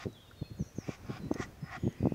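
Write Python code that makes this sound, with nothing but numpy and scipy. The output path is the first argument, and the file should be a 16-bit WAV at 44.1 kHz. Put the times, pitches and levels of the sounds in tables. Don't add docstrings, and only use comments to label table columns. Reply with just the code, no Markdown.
import sys
import numpy as np
from scipy import signal
from scipy.fft import rfft, irfft, next_fast_len
from scipy.io import wavfile
from scipy.ndimage import map_coordinates

SR = 44100
rng = np.random.default_rng(int(sys.argv[2]) if len(sys.argv) > 2 else 0)


def unload_wav(signal):
    wavfile.write(
        sys.argv[1],
        SR,
        np.round(np.clip(np.atleast_2d(signal).T, -1, 1) * 32767).astype(np.int16),
    )


N = 94682


def amp(db):
    return 10 ** (np.asarray(db) / 20)


def clock():
    return np.arange(N) / SR


def wobble(rate):
    knots = rng.standard_normal(int(N * rate / SR) + 4)
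    return map_coordinates(knots, [clock() * rate])


def filtered(x, response):
    size = next_fast_len(N + SR // 4)
    hz = np.fft.rfftfreq(size, 1 / SR)
    return irfft(rfft(x, size) * response(hz), size)[:N]


def noise(response):
    x = filtered(rng.standard_normal(N), response)
    return x / np.sqrt(np.mean(x ** 2) + 1e-20)


def colour(points):
    hz, db = np.transpose(points)
    return lambda f: amp(np.interp(np.log(f + 1), np.log(hz), db))


def resonant(rows):
    return lambda f: sum(amp(db) * (f * width) ** 2 / ((hz * hz - f * f) ** 2 + (f * width) ** 2)
                         for hz, width, db in rows)


def river():
    # frequency in Hz, relative level in dB.
    hush_eq = [(15, -47), (28, -32), (55, 3), (95, 4.5), (165, -3), (300, -14.5), (550, -12), (950, -18.5),
               (1500, -20.5), (2600, -25.5), (4400, -27), (6000, -28.5), (8600, -33), (15500, -33)]
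    wash_eq = [(300, 18), (700, 7.5), (1500, 2.5), (2400, -1.5), (3500, -10), (6000, -7), (8500, -18)]
    # time in seconds, level in dB.
    wash_fader = [(0, -64), (.7, -63.5), (1.05, -56), (1.3, -55), (1.47, -53.5), (1.58, -61.5), (1.85, -59),
                  (2.14, -54.5)]
    t, hush_db, sway_db = clock(), -56, 4
    hush = amp(hush_db) * noise(colour(hush_eq))
    rumble = filtered(hush, lambda f: 1 / (1 + (f / 300) ** 2))
    wash_db = np.interp(t, *np.transpose(wash_fader)) + 0.5 * wobble(rate=38.92)
    wash = amp(wash_db) * noise(colour(wash_eq))
    sway = amp(sway_db * wobble(rate=9.74))
    return hush + rumble * (sway - 1) + wash


def swishes():
    # peak time, the body's swell time and hold time in seconds,
    # then the levels in dB of body, nasal ring, reedy ring, hiss and sizzle.
    strokes = [(0.009, 0.046, 0.03, -52, -53, -58, -54, -61.5),
               (0.889, 0.099, 0.06, -55.5, -62, -56.5, -60.5, -62.5),
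               (1.115, 0.1, 0.065, -52.5, -71, -61.5, -58, -69.5),
               (1.42, 0.075, 0.012, -43.5, -45, -55.5, -52, -51),
               (1.731, 0.082, 0.035, -45.5, -47.5, -55.5, -58.5, -65)]
    # centre in Hz, width in Hz, relative level in dB.
    body = [(739, 137, 12), (1078, 53, 12.5), (1208, 86, 9), (1445, 165, 9), (1693, 40, 1.5)]
    nasal = [(1908, 240, 0.5), (2010, 195, -14.5)]
    reedy = [(2344, 510, 2), (2580, 51, -21)]
    sizzle = [(5240, 1140, -3.5), (5810, 450, 4.5), (6530, 170, 6.5), (7240, 600, -4), (7940, 750, -11.5)]
    # frequency in Hz, relative level in dB.
    hiss = [(500, -4), (1500, -10), (2400, 5), (3000, 2), (3270, 6.5), (3520, 4), (3750, 4.5), (4200, -2.5),
            (4750, 5), (5300, 5), (6200, -36), (9000, -28)]
    swell_db, fall_20db_s, rasp_db = 17, 0.027, 1
    ring_lead, hiss_lead = 1.09, 0.62
    layers = [(resonant(body), 1), (resonant(nasal), ring_lead), (resonant(reedy), ring_lead),
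              (colour(hiss), hiss_lead), (resonant(sizzle), hiss_lead)]
    t, out = clock(), np.zeros(N)
    for k, (response, lead) in enumerate(layers):
        envelope = np.zeros(N)
        for peak, swell, hold, *layer_db in strokes:
            rise_db = swell_db * np.minimum(t - peak, 0) / (swell * lead)
            fall_db = 20 * np.maximum(t - peak - hold, 0) / fall_20db_s
            envelope += amp(layer_db[k] + rise_db - fall_db)
        out += envelope * noise(response)
    return out * amp(rasp_db * wobble(rate=260))


def wind():
    # centre and half length in seconds, level in dB, upper edge in Hz.
    puffs = [(.072, 0.017, -34.5, 330), (0.42, 0.0069, -33.5, 238), (0.517, 0.013, -42, 222),
             (0.609, .016, -36, 255), (0.668, 0.01, -48.5, 200), (0.767, 0.012, -47.5, 200),
             (0.891, .01, -37, 377), (1.048, 0.019, -46, 170), (1.101, 0.011, -32.5, 308),
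             (1.136, 0.038, -44.5, 175), (1.247, 0.039, -37, 250), (1.318, 0.008, -30, 390),
             (1.361, 0.0072, -38, 460), (1.402, .007, -33.5, 384), (1.461, 0.044, -51.5, 253),
             (1.632, 0.015, -40, 186), (1.778, 0.01, -44.5, 289), (1.838, 0.0095, -35.5, 312),
             (1.87, 0.023, -28, 244), (2.023, 0.036, -44.5, 234), (2.058, 0.021, -27, 294),
             (2.13, 0.11, -43, 250)]
    # time in seconds, peak in dB before the final filter, width in milliseconds.
    pops = [(0.058, -26, 1.07), (.068, -24, 1.12), (.421, -31, 1.46), (.4275, -34.5, 0.58),
            (.599, -30, 1.02), (0.6102, -21, 2.24), (.624, -26, 1.46), (.786, -23.5, 1.12),
            (0.8852, -29.5, 1.36), (0.892, -27.5, 0.58), (1.103, -28.5, 0.92), (1.3145, -19.5, 0.39),
            (1.318, -30.5, 0.41), (1.402, -28.5, 0.86), (1.639, -32.5, 2.4), (1.837, -24.5, 2.3),
            (1.868, -20.5, 1.65), (1.877, -19.5, 0.93), (2.007, -24, 1.6), (2.03, -21.5, 0.91),
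            (2.04, -19, 2.7), (2.0565, -18.5, 0.48), (2.0712, -16.5, 0.71), (2.122, -21.5, 0.8)]
    puff_low_hz, puff_slope = 88, 4.18
    port_hz, port_q = 135.5, 0.71
    sub_hz, top_hz = 43.3, 1160
    t, out = clock(), np.zeros(N)
    for centre, half, db, edge_hz in puffs:
        flutter = noise(lambda f: f * f / (f * f + puff_low_hz ** 2) / (1 + (f / edge_hz) ** puff_slope))
        envelope = amp(db) / (1 + ((t - centre) / half) ** 2 / 4) ** 4
        out += envelope * flutter
    omega = 2 * np.pi * port_hz
    port_highpass = signal.bilinear([1, 0, 0], [1, omega / port_q, omega ** 2], SR)
    for centre, db, width_ms in pops:
        offset = (t - centre) * 1000 / width_ms
        pressure_drop = -(1 + offset ** 2) ** -1.5
        pop = signal.lfilter(*port_highpass, pressure_drop)
        out += amp(db) * pop / np.abs(pop).max()
    return filtered(out, lambda f: f * f / (f * f + sub_hz ** 2) / np.sqrt(1 + (f / top_hz) ** 8))


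def songbird():
    # start and length in seconds, first and last pitch in Hz, level in dB, echo send in dB.
    notes = [(0.075, 0.083, 4000, 3850, -67.5, 0), (0.141, 0.053, 3730, 3125, -58.5, -0.5),
             (0.203, 0.04, 3430, 3206, -61, -9), (0.252, 0.051, 2990, 2740, -70, -11),
             (0.21, 0.1, 3740, 3660, -66, 0), (0.301, 0.05, 3480, 2750, -72, 1),
             (0.353, 0.086, 3695, 3650, -66.5, -3), (0.355, .21, 4315, 4240, -65.5, -1.5),
             (0.423, 0.029, 3600, 3450, -59.5, -3.5), (.43, 0.055, 2530, 2564, -64.5, -5),
             (0.566, 0.088, 7000, 5580, -61.5, 0), (0.639, .08, 7020, 5650, -65.5, -7),
             (0.751, .085, 6810, 5400, -57.5, -1), (.82, .04, 5570, 4850, -61.5, -9),
             (1.194, 0.067, 4250, 3900, -69, 4.5), (1.31, 0.054, 6020, 6550, -61.5, -16),
             (1.608, 0.091, 5080, 5100, -63, -2.5), (1.783, 0.14, 6880, 6510, -66, -5),
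             (1.964, 0.063, 5190, 4650, -70.5, 2)]
    glide_bend, warble_depth, flutter_db, echo_t60_s = 1.6, 0.01067, 2.5, 0.93
    t, direct, send = clock(), np.zeros(N), np.zeros(N)
    for start, length, from_hz, to_hz, db, send_db in notes:
        progress = np.clip((t - start) / length, 0, 1)
        glide_hz = to_hz + (from_hz - to_hz) * (1 - progress) ** glide_bend
        hz = glide_hz * (1 + warble_depth * wobble(rate=300))
        arch = np.sqrt(np.abs(np.sin(np.pi * progress)))
        envelope = arch * amp(db + flutter_db * wobble(rate=90.6))
        whistle = envelope * np.sin(2 * np.pi * np.cumsum(hz) / SR)
        direct += whistle
        send += amp(send_db) * whistle
    tail = rng.standard_normal(SR // 2) * amp(-60 * t[:SR // 2] / echo_t60_s)
    echo = signal.fftconvolve(send, tail / np.linalg.norm(tail))[:N]
    return direct + echo


def wet_ticks():
    # start in seconds, relative level in dB, pitch in Hz, seconds to fall 60 dB,
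    # level of the crack against the ring in dB.
    ticks = [(0.129, -58.5, 6200, .02, -18), (.312, -54.5, 1444, .05, -24), (.643, -56, 1500, .04, -28),
             (0.811, -54, 1810, 0.05, -27), (1.066, -50, 5400, 0.014, -24), (1.34, -40, 5400, 0.017, -6.5),
             (1.927, -53, 6400, 0.011, -11)]
    width_ratio, crack_top_hz, trim_db = 0.15, 12000, -1
    t, out = clock(), np.zeros(N)
    for start, db, hz, t60, crack_db in ticks:
        ring = noise(resonant([(hz, hz * width_ratio, 0)]))
        crack = amp(crack_db) * noise(lambda f: 1 / (1 + (f / crack_top_hz) ** 4))
        envelope = amp(db + trim_db - 60 * np.maximum(t - start, 0) / t60) * (t >= start)
        out += envelope * (ring + crack)
    return out


def far_birds():
    # centre and half length in seconds, pitch and bandwidth in Hz, level in dB.
    calls = [(1.84, 0.1, 3160, 597, -67), (1.97, 0.15, 1970, 400, -64.5), (2.084, 0.1, 2520, 400, -65)]
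    t, out = clock(), np.zeros(N)
    for centre, half, hz, width, db in calls:
        envelope = amp(db) * np.exp(-((t - centre) / half) ** 2 / 2)
        out += envelope * noise(resonant([(hz, width, 0)]))
    return out


def scene():
    return (river() + swishes() + wind() + songbird() + wet_ticks() + far_birds())[None]


def record(dry):
    top_hz = 15720
    return np.array([filtered(channel, lambda f: f < top_hz) for channel in dry])


dry = scene()
out = record(dry)
unload_wav(out)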